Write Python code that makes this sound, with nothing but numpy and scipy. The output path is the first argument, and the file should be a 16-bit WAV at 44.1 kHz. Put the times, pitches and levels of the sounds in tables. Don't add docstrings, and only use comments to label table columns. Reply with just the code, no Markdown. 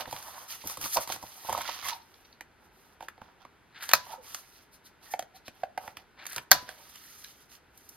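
import sys
import numpy as np
from scipy import signal
from scipy.fft import rfft, irfft, next_fast_len
from scipy.io import wavfile

SR = 44100
rng = np.random.default_rng(int(sys.argv[2]) if len(sys.argv) > 2 else 0)


def wav_out(sig):
    wavfile.write(sys.argv[1], SR, np.round(np.clip(np.atleast_2d(sig).T, -1, 1) * 32767).astype(np.int16))


N = 351036
TIME = np.arange(N) / SR
BLOW = TIME[:8192]

# [start t/s, length t/s, rub level/dB, drumming level/dB, hiss level/dB]
STROKES = [(0.0, 0.016, -35, -35, -39), (0.064, 0.082, -50.5, -52.5, -55),
           (0.125, 0.33, -53.5, -52.5, -50.5), (0.491, 0.067, -44.5, -56, -43),
           (0.579, 0.22, -54, -69, -53.5), (0.66, 0.07, -50.5, -54.5, -45),
           (0.817, 0.057, -38.5, -45.5, -36), (0.902, 0.056, -43.5, -67, -37.5),
           (0.933, 0.019, -48, -72, -31), (0.968, 0.012, -36, -28, -62), (1.001, 0.038, -41.5, -54, -38.5),
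           (1.086, 0.065, -40.5, -44.5, -40.5), (1.176, 0.34, -56, -61, -53), (1.474, 0.15, -45, -42, -48),
           (1.642, 0.17, -44, -52.5, -51), (1.654, 0.052, -42.5, -59, -65),
           (1.834, 0.076, -37.5, -45, -41.5), (1.917, 0.053, -55, -61, -56), (1.977, 0.36, -69, -77, -70),
           (2.606, 0.07, -76, -67, -72), (2.732, 0.21, -70.5, -70.5, -69.5),
           (3.015, 0.038, -55.5, -57, -63), (3.2, 0.12, -70, -64, -88), (3.232, 0.01, -66, -59, -73),
           (3.41, 0.017, -57, -56, -73), (4.042, 0.11, -53.5, -53.5, -56), (4.11, 0.021, -49.5, -57, -57),
           (4.235, 0.17, -53.5, -60.5, -51), (4.4, 0.24, -63.5, -80, -64), (5.023, 0.07, -58, -60.5, -60),
           (5.116, 0.014, -50, -53, -38), (5.535, 0.12, -65, -70, -70.5), (5.802, 0.11, -59, -56, -60),
           (5.969, 0.051, -60, -65, -67), (6.646, 0.22, -60, -64.5, -62.5), (6.61, 0.02, -57, -57.5, -55),
           (6.688, 0.027, -56, -51, -59), (6.865, 0.47, -57, -77, -56.0), (7.385, 0.07, -64, -80, -63.5),
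           (7.503, 0.062, -57, -84, -57), (7.747, 0.34, -67.5, -78, -65)]
EASE_S, EASE_SHARE = 0.0056, 0.041
# [t/s, f/Hz]
SHEET_PITCH = [(0, 855), (.5, 999), (.7, 847.7), (1.4, 827.4), (1.58, 883.7), (1.68, 1017), (1.85, 1039),
               (1.97, 760), (4.05, 922), (4.14, 794.5), (4.3, 1056), (5.3, 723), (5.9, 781.5), (6.7, 639),
               (7.2, 1375)]
DRUM_HZ = 900
# [f/Hz at rest, t60 t/s at rest, level/dB relative to the rub]
FLEX_MODES = [(1270, 0.026, -14), (1995, .008, -14), (3130, 0.0066, -15), (4080, 0.0038, -15.5)]
FLEX_DRIFT, FLEX_SWING_DB = .08, 3
FLEX_TURNS_PER_S, FLEX_PLUCKS_PER_S = 24, 450
# [start t/s, length t/s, first f/Hz, last f/Hz, level/dB]
SQUEAKS = [(1.885, 0.091, 1140, 692, -45), (4.069, 0.045, 930, 850, -50), (4.089, 0.041, 580, 840, -53),
           (4.091, 0.02, 957, 850, -53), (4.121, 0.037, 880, 816, -41), (4.12, .15, 639, 375, -60),
           (4.096, 0.072, 1400, 1180, -56), (1.815, 0.074, 2250, 1900, -49), (1.831, 0.071, 959, 1196, -43),
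           (5.045, .06, 1950, 1815, -57), (5.088, 0.08, 1754, 1845, -53), (5.33, 0.067, 743, 710, -56),
           (6.939, 0.039, 3080, 2940, -54), (7.225, 0.059, 1557, 1755, -60)]
SQUEAK_HZ, SQUEAK_T60_S = 900, 0.1
# [centre t/s, half length t/s, chirp level/dB]
BRUSHES = [(0.97, 0.0021, -28), (1.933, 0.0023, -38), (2.02, 0.0045, -58.5), (2.143, 0.0015, -51),
           (2.254, 0.0051, -57), (2.329, 0.0015, -52.5), (4.564, 0.0025, -56.5), (4.744, 0.015, -62.5),
           (4.865, 0.013, -57), (5.365, 0.011, -54.5), (5.47, 0.0098, -52.5), (7.246, 0.002, -39.5)]
BRUSH_HISS_DB, BRUSH_HISS_DB_PER_OCTAVE = -6, 16.5
CORNER_HZ, CORNER_T60_S, CORNER_DB = 4160, 0.0073, -17
# [start t/s, length t/s, first f/Hz, last f/Hz, level/dB]
SLIDE = (6.5, 0.38, 780, 1651, -62.5)
# [t/s, hollow f/Hz, hollow level/dB, tick level/dB]
FLAPS = [(0.075, 820, -44.5, -72), (.126, 827, -35.5, -43), (.638, 900, -48, -65),
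         (0.697, 1080, -45, -42.5), (.771, 1071, -42.5, -44), (.858, 1150, -39.5, -41),
         (.961, 730, -35, -55), (.969, 924, -23.5, -32.5), (.975, 880, -26.5, -57), (.983, 626, -31.5, -60),
         (1.074, 940, -47, -43.5), (1.092, 1108, -44, -51), (1.099, 780, -35, -61), (1.16, 1000, -48, -48),
         (1.226, 940, -45.5, -50.5), (1.236, 834.6, -43, -69), (1.447, 900, -45.5, -60),
         (1.487, 828, -35, -58), (1.493, 900, -29.5, -42), (1.526, 854, -32, -36.5),
         (1.548, 1070, -30.5, -60), (1.559, 900, -45, -58), (1.576, 900, -33.5, -41),
         (1.585, 690, -37, -46), (1.615, 1087, -61, -39.5), (1.689, 943, -34, -58)]
FLAP_CONTACT_S, FLAP_EDGE_DB, FLAP_THUMP_DB = 0.0018, -2, -46.5
# [t/s, hollow f/Hz, hollow level/dB, tick level/dB,
# paper edge level/dB, casing ping f/Hz, ping level/dB]
KNOCKS = [(2.408, 810, -49.5, -46.5, -54, 1850, -45.5), (3.0063, 890, -43.5, -49.5, -63.5, 1250, -54),
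          (3.025, 770, -44, -53, -60, 1500, -63), (3.084, 940, -62, -42, -52, 1690, -43.5),
          (3.178, 749, -56.5, -63, -80, 4200, -71), (3.216, 851, -47, -55, -67.5, 1249, -53),
          (3.45, 980, -50, -57, -72, 1220, -53), (5.137, 735, -28, -42, -50, 2190, -41),
          (5.192, 680, -31.5, -38, -44.5, 3270, -43), (5.224, 625, -47, -48, -55.5, 2300, -56),
          (5.48, 640, -48.5, -46, -53.5, 2530, -49.5), (5.6334, 671, -27.5, -41, -63, 1706, -61),
          (5.776, 753, -31, -38.5, -49.5, 1790, -42), (5.877, 808, -41, -45, -56.5, 1910, -48),
          (5.969, 999, -51.5, -43, -51, 2386, -52.5), (6.549, 687, -35.5, -58, -53, 1600, -60),
          (6.69, 637, -51, -44.5, -50.5, 1580, -40.5)]
KNOCK_CONTACT_S, KNOCK_THUMP_DB = 0.0016, -45.5
PING_T60_S = 0.012
# [t/s, tick level/dB, edge level/dB]
CRACKLES = [(.055, -44, -66), (.11, -49, -50), (.162, -43, -50), (0.225, -49, -50), (0.672, -54, -34),
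            (.812, -42, -39.5), (0.842, -42, -41), (1.121, -37, -37.5), (1.608, -39, -49),
            (1.652, -43, -55), (1.679, -41, -57), (1.745, -47, -54), (1.825, -45.5, -58),
            (1.884, -36.5, -37), (1.896, -44, -48), (3.824, -43, -50), (3.837, -43, -50.5),
            (3.89, -32, -38.5), (3.913, -33.5, -41), (4.345, -35, -41), (6.254, -44, -52.5),
            (6.265, -40.5, -40.5), (6.33, -44, -45), (6.361, -35, -38), (6.38, -34.5, -42.5),
            (6.956, -51, -53), (7.24, -70, -52), (7.775, -74.5, -54), (7.89, -73, -47)]
CRACKLE_HZ, CRACKLE_CONTACT_S = 940, 0.0018
CRACKLE_HOLLOW_DB, CRACKLE_THUMP_DB = -13.5, -53
THUMP_FOLLOWS = 0.25
# [t/s, swell time t/s, level/dB]
BUMPS = [(0.069, 0.0076, -46), (.122, 0.011, -47.5), (0.642, 0.0097, -43.5), (.772, 0.016, -47),
         (.83, 0.012, -45), (.966, 0.012, -48.5), (1.097, 0.0035, -49), (1.119, 0.021, -50),
         (1.233, 0.0056, -50.5), (1.493, 0.014, -43), (1.575, 0.016, -53), (3.007, 0.0022, -53.5),
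         (3.216, 0.0021, -56.5), (5.48, 0.0031, -50.5), (6.36, 0.012, -46.5), (6.522, .018, -44),
         (6.621, 0.0071, -53)]
WAVE_HZ, WAVE_DB, WAVE_DAMPING = 753, -2.5, 1.7
WAVE_TRAVEL_S, WAVE_SPREAD = .006, 1.8
# [t/s, groan level/dB, creak level/dB, fibre hiss level/dB]
FIRST_PRESS = [(3.7, -75.5, -75.5, -101.5), (3.76, -65.5, -47, -81.5), (3.8, -56, -49, -61),
               (3.83, -52.5, -35.5, -43.5), (3.87, -61, -55, -55.5), (3.9, -58, -40.5, -51.5),
               (3.915, -34, -43.5, -52), (3.93, -52, -43.5, -58.5)]
SECOND_PRESS = [(6.16, -70, -71, -87), (6.188, -53.5, -49, -95), (6.235, -49, -48, -59),
                (6.25, -70, -57.5, -68), (6.3, -62, -47.5, -45.5), (6.35, -62, -45.5, -46.5),
                (6.376, -38, -46.5, -48.5), (6.4, -57, -68, -68.5), (6.44, -70, -64.5, -68)]
# [t/s, ring level/dB, crack level/dB, crack decay to 1/e t/s, press number]
SNAPS = [(3.9334, -24, -15.5, 0.005, 0), (3.935, -10.5, -16.5, 0.002, 0), (3.938, -18.5, -26, 0.002, 0),
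         (3.9452, -29, -30.5, .0015, 0), (3.9521, -30, -32.5, .0015, 0), (6.5102, -34, -35.5, .002, 1),
         (6.5146, -22, -11, 0.0011, 1), (6.5157, -12, -9, 0.0013, 1), (6.5182, -11, -13, 0.0012, 1),
         (6.5262, -24, -26.5, 0.0016, 1), (6.5299, -24.5, -29, .0015, 1), (6.551, -41.5, -42, 0.0024, 1)]
# [f/Hz, t60 t/s, relative level/dB at first press, relative level/dB at second press]
PUNCH_MODES = [(550, 0.037, -7.5, -20.5), (650, 0.05, -14.5, -7), (775, .035, -25.5, -11.5),
               (945, 0.051, -11, -14.5), (1160, .022, -3.5, -9), (1305, 0.03, -3, -9.5),
               (1568, 0.03, -3.5, 1), (1850, 0.019, -0.5, -2), (2270, 0.03, -6.5, -7),
               (2520, 0.034, -0.5, -21), (3350, 0.02, -17.5, -5.5), (3550, .04, -13.5, -10),
               (3800, .055, -10.5, -7.5), (4085, 0.025, 1, -9), (4303, 0.016, -11.5, 3),
               (4740, 0.05, -15, -12), (5430, .04, -20.5, -12.5), (6590, 0.038, -2.5, -13),
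               (11200, .02, -12, -12.5), (13040, 0.012, -2.5, -7), (13300, 0.027, -10.5, -12)]
# [f/Hz, t60 t/s, relative level/dB at first press, relative level/dB at second press]
SPRING_MODES = [(994, 0.41, -4.5, -5.5), (1010, 0.22, -20, -19.5), (1635, .24, -8.5, -7),
                (1740, 0.22, -10.5, -22.5), (2500, 0.13, -3, -27), (2885, .3, -22.5, -16),
                (3600, 0.17, -21.5, -11), (4420, 0.2, -17, -3.5)]
# [f/Hz, relative level/dB per Hz]
DRUM = [(40, -22.5), (70, -11.5), (160, -22.5), (400, -17), (560, -7), (800, -2), (950, 2), (1200, -6.5),
        (1700, -10), (4000, -45)]
RUB = [(300, -24.5), (800, -14.5), (1300, -10), (1800, -4.5), (2700, -2.5), (4500, -1), (6300, -3.5),
       (7600, -26.5), (11000, -17)]
HISS = [(2000, -32.5), (5000, -3), (6300, 1), (7500, -6), (9200, -1), (11000, -3), (13000, -1.5),
        (14800, -6), (16300, -24.5)]
CHIRP = [(400, -30), (1000, -14), (1500, -3), (3200, -4), (4300, 6), (4800, -2.5), (5800, 2), (9000, -48)]
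SLIDE_COLOUR = [(400, -31), (620, -21), (780, 0), (950, -1), (1230, 2.5), (1600, -7.5), (2600, -9.5),
                (5000, -21)]
TICK = [(300, -34.5), (900, -7.5), (1400, -0.5), (2000, -3), (3000, -5), (4300, -4.5), (6000, -2),
        (8000, -1.5), (12000, -26)]
THUMP = [(25, -16.5), (60, -4.5), (150, -5), (300, -2.5), (550, -7), (1200, -41)]
THUD = [(25, -10.5), (60, -3.5), (130, -6.5), (300, -6.5), (550, -11.5), (1200, -40)]
CREAK = [(400, -26), (900, -14.5), (1350, 4.5), (1650, 9.5), (2100, 3.5), (3000, -2), (4150, 0),
         (5000, -7.5), (6200, -13.5), (8000, -20), (12000, -34)]
CRACK = [(60, -16), (150, -12.5), (390, -23), (560, 6), (1100, 4.5), (2400, -3.5), (2850, -13),
         (3500, -10.5), (4200, -4), (6200, 4.5), (7800, -11.5), (10000, -8), (13000, 0), (15000, -7),
         (16500, -22)]
SPREAD = [(50, -14.5), (150, -8), (380, -15.5), (600, -2.5), (1000, -4.5), (1600, -0.5), (2800, -9),
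          (4300, 1.5), (6200, -1), (8000, -12.5), (10000, -9.5), (13000, -4.5), (16000, -15.5)]
ROOM_TONE = [(20, -19.5), (40, -2), (65, 4), (110, -1), (400, -1), (560, -6), (950, -3), (1150, -8),
             (1400, -2.5), (2600, -11.5), (4600, -18.5), (7300, -24.5), (13000, -27.5), (16000, -39)]
ROOM_TONE_DB = -63
# [f/Hz, phase/rad by which left leads]
CHANNEL_PHASE = [(100, 0), (2000, -.05), (3000, -.5), (4700, -.5), (5700, -3.5), (6400, -3.7), (8200, -2.7),
                 (10900, -.7), (13500, .3), (16000, 1.5)]
CUTOFF_HZ = 16200


def sheet():
    rub, drum, hiss = strokes()
    bend = np.interp(TIME, *np.transpose(SHEET_PITCH)) / DRUM_HZ

    squeak = rms_one(ring(rng.standard_normal(N), DRUM_HZ, t60=0.013))
    rasp = friction(DRUM, per_s=700, grain_share=0.55, flutter_db=4, flutter_hz=120)
    membrane = glide(rasp + from_db(-10.5) * squeak, bend)

    crinkle = friction(RUB, per_s=330, grain_share=.98, flutter_db=3, flutter_hz=45)
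    grind = friction(RUB, per_s=1600, grain_share=0.4, flutter_db=3, flutter_hz=130)
    scrape = glide(from_db(-7.5) * (grind + crinkle), bend ** .25) + flexing()

    fibres = friction(HISS, per_s=2900, grain_share=0.15, flutter_db=2.5, flutter_hz=88.6)
    low = pan(drum * membrane + squeaks(), left_db=-5.0)
    return low + pan(rub * scrape, left_db=-10.0) + pan(hiss * fibres, left_db=0.5)


def strokes():
    out = np.zeros((3, N))
    for start_s, length_s, *levels_db in STROKES:
        ease_s = EASE_S + EASE_SHARE * length_s
        onset = (1 + np.tanh((TIME - start_s) / (2 * ease_s))) / 2
        release = (1 - np.tanh((TIME - start_s - length_s) / (2 * ease_s))) / 2
        out += np.outer(from_db(levels_db), onset * release)
    return out


def flexing():
    out = np.zeros(N)
    for hz, t60, db in FLEX_MODES:
        gain = from_db(db + FLEX_SWING_DB * wander(FLEX_TURNS_PER_S))
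        mode = rms_one(ring(catches(FLEX_PLUCKS_PER_S), hz, t60))
        out += gain * glide(mode, np.exp(FLEX_DRIFT * wander(FLEX_TURNS_PER_S)))
    return out


def squeaks():
    out = np.zeros(N)
    for start_s, length_s, first_hz, last_hz, db in SQUEAKS:
        progress = np.clip((TIME - start_s) / length_s, 0, 1)
        note = rms_one(ring(rng.standard_normal(N), SQUEAK_HZ, SQUEAK_T60_S))
        hz = first_hz + (last_hz - first_hz) * progress
        out += from_db(db) * np.sin(np.pi * progress) ** 2 * glide(note, hz / SQUEAK_HZ)
    return out


def brushes():
    out = np.zeros(N)
    chirp, hiss = (rms_one(colour(rng.standard_normal(N), spectrum)) for spectrum in (CHIRP, HISS))
    corner = rms_one(ring(rng.standard_normal(N), CORNER_HZ, CORNER_T60_S))
    chirp = rms_one(chirp + from_db(CORNER_DB) * corner)
    for s, half_s, chirp_db in BRUSHES:
        hiss_db = BRUSH_HISS_DB + BRUSH_HISS_DB_PER_OCTAVE * np.log2(half_s / .01)
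        swell = np.exp(-.5 * ((TIME - s) / half_s) ** 2)
        out += from_db(chirp_db) * swell * (chirp + from_db(hiss_db) * hiss)
    return out


def slide_away():
    start_s, length_s, first_hz, last_hz, db = SLIDE
    progress = np.clip((TIME - start_s) / length_s, 0, 1)
    edge = friction(SLIDE_COLOUR, per_s=410, grain_share=0.22, flutter_db=5.0, flutter_hz=41.6)
    ratio = 1 + (last_hz / first_hz - 1) * progress
    return from_db(db) * np.sin(np.pi * progress) * glide(edge, ratio)


def knocks():
    touches = []
    for s, hz, hollow_db, tick_db in FLAPS:
        touches.append((s, touch(FLAP_CONTACT_S, hz, hollow_db, tick_db, tick_db + FLAP_EDGE_DB, FLAP_THUMP_DB)))
    for s, hz, hollow_db, tick_db, edge_db, *_ in KNOCKS:
        touches.append((s, touch(KNOCK_CONTACT_S, hz, hollow_db, tick_db, edge_db, KNOCK_THUMP_DB)))
    for s, tick_db, edge_db in CRACKLES:
        hollow_db = tick_db + CRACKLE_HOLLOW_DB
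        touches.append((s, touch(CRACKLE_CONTACT_S, CRACKLE_HZ, hollow_db, tick_db, edge_db, CRACKLE_THUMP_DB)))
    tocks, ticks = np.zeros((2, N))
    for s, (tock, click) in touches:
        add(tocks, s, tock)
        add(ticks, s, click)
    return pan(tocks, left_db=-4.0) + pan(ticks, left_db=-2.5)


def touch(contact_s, hz, hollow_db, tick_db, edge_db, thump_db):
    body = hollow(hz, t60=0.0019 + 13 * contact_s, push_s=0.000059)
    thump = unit_blow(colour(scuff(0.0028), THUMP))
    tock = from_db(hollow_db) * body + from_db(thump_db + THUMP_FOLLOWS * hollow_db) * thump
    edge = unit_blow(colour(scuff(contact_s), HISS))
    click = from_db(tick_db) * tick(contact_s, edge_db - tick_db) + from_db(edge_db) * edge
    return tock, click


def hollow(hz, t60, push_s):
    push = BLOW * np.exp(-BLOW / push_s)
    modes = [(.8 * hz, -5, 1), (hz, 0, -1), (1.175 * hz, -3, 1), (550, -7, -1)]   # (f/Hz, level/dB, sign)
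    body = sum(sign * from_db(db) * ring(push, f, t60) for f, db, sign in modes)
    return unit_blow(small_body(body, edge_hz=460))


def tick(contact_s, hardness_db):
    top_hz = np.clip(3200 * from_db(4.7 * (hardness_db + 8.0)), 2000, 12000)
    low_pass = signal.butter(2, top_hz, fs=SR, output="sos")
    return unit_blow(signal.sosfilt(low_pass, colour(scuff(contact_s), TICK)))


def pings():
    out = np.zeros(N)
    for s, *_, ping_hz, ping_db in KNOCKS:
        add(out, s, from_db(ping_db) * unit_blow(ring(scuff(.0005), ping_hz, PING_T60_S)))
    return pan(out, left_db=-2.8)


def bumps():
    out = np.zeros(N)
    for s, swell_s, db in BUMPS:
        age = BLOW / (WAVE_TRAVEL_S + WAVE_SPREAD * swell_s)
        hz = WAVE_HZ / (1 + age) ** 2
        wave = np.sin(2 * np.pi * np.cumsum(hz) / SR) * np.sqrt(age) * np.exp(-WAVE_DAMPING * age)
        thud = unit_blow(colour(scuff(swell_s), THUD))
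        add(out, s, from_db(db) * unit_blow(thud + from_db(WAVE_DB) * unit_blow(wave)))
    return pan(out, left_db=-2.5)


def creak():
    groan, strain, hiss = sum(np.array(gains(press)) for press in (FIRST_PRESS, SECOND_PRESS))
    moans = friction(DRUM, per_s=120, grain_share=.3, flutter_db=1.0, flutter_hz=102.0)
    slips = friction(CREAK, per_s=500, grain_share=.45, flutter_db=3.5, flutter_hz=140)
    fibres = friction(HISS, per_s=900, grain_share=0.5, flutter_db=7.5, flutter_hz=148.5)
    return groan * from_db(-4.5) * moans + strain * from_db(-3.0) * slips + hiss * from_db(0.5) * fibres


def snaps(signs):
    out, blow = np.zeros(N), signal.unit_impulse(len(BLOW))
    for s, ring_db, crack_db, decay_s, press in SNAPS:
        body = np.zeros(len(BLOW))
        for sign, (hz, t60, *dbs) in zip(signs, PUNCH_MODES):
            body += sign * from_db(dbs[press]) * unit_blow(ring(blow, hz, t60))
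        body = small_body(body, edge_hz=470)
        crack = unit_blow(colour(burst(decay_s), CRACK))
        add(out, s, from_db(crack_db - 3.5) * crack + from_db(ring_db - 11.0) * body)
    return out


def presses():
    s, ring_db, crack_db, _, press = np.transpose(SNAPS)
    energy = from_db(ring_db) ** 2 + from_db(crack_db) ** 2
    shares = [energy * (press == number) for number in range(2)]
    return [(np.average(s, weights=share), np.sqrt(share.sum())) for share in shares]


def spring():
    out, kick = np.zeros(N), signal.unit_impulse(SR)
    for number, (s, strength) in enumerate(presses()):
        steel = sum(from_db(dbs[number]) * ring(kick, hz, t60) for hz, t60, *dbs in SPRING_MODES)
        add(out, s, strength * from_db(-30.5) * steel)
    return out


def snap_spread():
    out = np.zeros(N)
    pulse = unit_blow(colour(signal.unit_impulse(len(BLOW)), SPREAD))
    for s, strength in presses():
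        add(out, s, strength * pulse)
    return out


def room(to_desk, to_walls):
    desk = from_db(-13.5) * echoes(delay_s=0.0046, t60=0.05, treble_t60=0.084)
    mid, side = (from_db(-10.0) * echoes(delay_s=0.0056, t60=0.29, treble_t60=0.13) for _ in range(2))
    sides = [mid + sign * from_db(-2) * side for sign in (1, -1)]
    walls = np.array([signal.oaconvolve(to_walls, response)[:N] for response in sides])
    return signal.oaconvolve(to_desk, desk)[:N] + walls


def echoes(delay_s, t60, treble_t60):
    noise = rng.standard_normal(SR // 2)
    age = np.maximum(TIME[:len(noise)] - delay_s, 0)
    low = signal.sosfilt(signal.butter(1, 2500, fs=SR, output="sos"), noise)
    response = low * from_db(-60 * age / t60) + (noise - low) * from_db(-60 * age / treble_t60)
    response = response * (age > 0)
    return response / np.sqrt(np.sum(response ** 2))


def room_tone():
    mid, side = (rms_one(colour(rng.standard_normal(N), ROOM_TONE)) for _ in range(2))
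    return from_db(ROOM_TONE_DB) * (mid + from_db(-8) * side * [[1], [-1]])


def friction(spectrum, per_s, grain_share, flutter_db, flutter_hz):
    drive = np.sqrt(grain_share) * catches(per_s) + np.sqrt(1 - grain_share) * rng.standard_normal(N)
    return rms_one(colour(drive * from_db(flutter_db * wander(flutter_hz)), spectrum))


def catches(per_s):
    caught = rng.random(N) < per_s / SR
    size_db = 4.5 * np.minimum(rng.exponential(1, N), 3)
    return rms_one(caught * rng.choice([-1, 1], N) * from_db(size_db))


def wander(per_s):
    return np.interp(TIME * per_s, np.arange(N), rng.standard_normal(N))


def ring(x, hz, t60):
    r, w = from_db(-60 / (t60 * SR)), 2 * np.pi * hz / SR
    return signal.lfilter([1, 0, -1], [1, -2 * r * np.cos(w), r * r], x + 1e-18)


def glide(x, ratio):
    return np.interp(np.cumsum(ratio), np.arange(N), x, period=N)


def burst(decay_s):
    return rng.standard_normal(len(BLOW)) * np.exp(-BLOW / decay_s)


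def scuff(contact_s):
    age = BLOW / contact_s
    return rng.standard_normal(len(BLOW)) * age * np.exp(-age)


def small_body(x, edge_hz):
    return signal.sosfilt(signal.butter(4, edge_hz, "high", fs=SR, output="sos"), x)


def colour(x, spectrum, size=4096):
    log_gain = np.log(from_db(at_hz(spectrum, np.fft.rfftfreq(size, 1 / SR))))
    cepstrum = irfft(log_gain)
    cepstrum[1:size // 2] *= 2
    cepstrum[size // 2 + 1:] = 0
    return signal.oaconvolve(x, irfft(np.exp(rfft(cepstrum))))[:len(x)]


def at_hz(points, hz):
    f, value = np.transpose(points)
    return np.interp(np.log(hz + 1), np.log(f), value)


def gains(rows):
    s, *columns = np.transpose(rows)
    return [from_db(np.interp(TIME, s, c, left=-np.inf, right=-np.inf)) for c in columns]


def from_db(db):
    return 10 ** (np.asarray(db) / 20)


def rms_one(x):
    return x / np.sqrt(np.mean(x ** 2) + 1e-20)


def unit_blow(x):
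    return x / np.sqrt(np.sum(x ** 2) / (SR / 100) + 1e-20)


def add(track, s, sound):
    start = round(s * SR)
    track[start:start + len(sound)] += sound[:N - start]


def pan(x, left_db):
    return x * from_db([[left_db / 2], [-left_db / 2]])


def scene():
    paper = sheet() + pan(brushes() + creak() + slide_away(), left_db=1.0)
    touches = knocks() + pings() + bumps()

    front = (-1) ** np.arange(len(PUNCH_MODES))
    flank = rng.choice([-1, 1], len(PUNCH_MODES))
    punch = snaps(front) + from_db(-11) * snaps(flank) * [[1], [-1]] + spring()

    radiated = paper.mean(axis=0) + from_db(-10.0) * snap_spread()
    shielded = touches.mean(axis=0)
    space = room(to_desk=radiated + from_db(2.5) * shielded, to_walls=radiated + from_db(-9) * shielded)
    return paper + touches + punch + space + room_tone()


def record(dry):
    size = next_fast_len(N + 4096)
    phase = at_hz(CHANNEL_PHASE, np.fft.rfftfreq(size, 1 / SR))
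    turned = rfft(dry, size) * np.exp(.5j * phase * [[1], [-1]])
    heard = irfft(turned, size)[:, :N]
    low_pass = signal.cheby2(16, 60, CUTOFF_HZ + 700, fs=SR, output="sos")
    return signal.sosfilt(low_pass, np.clip(heard, -1, 1))


dry = scene()
out = record(dry)
wav_out(out)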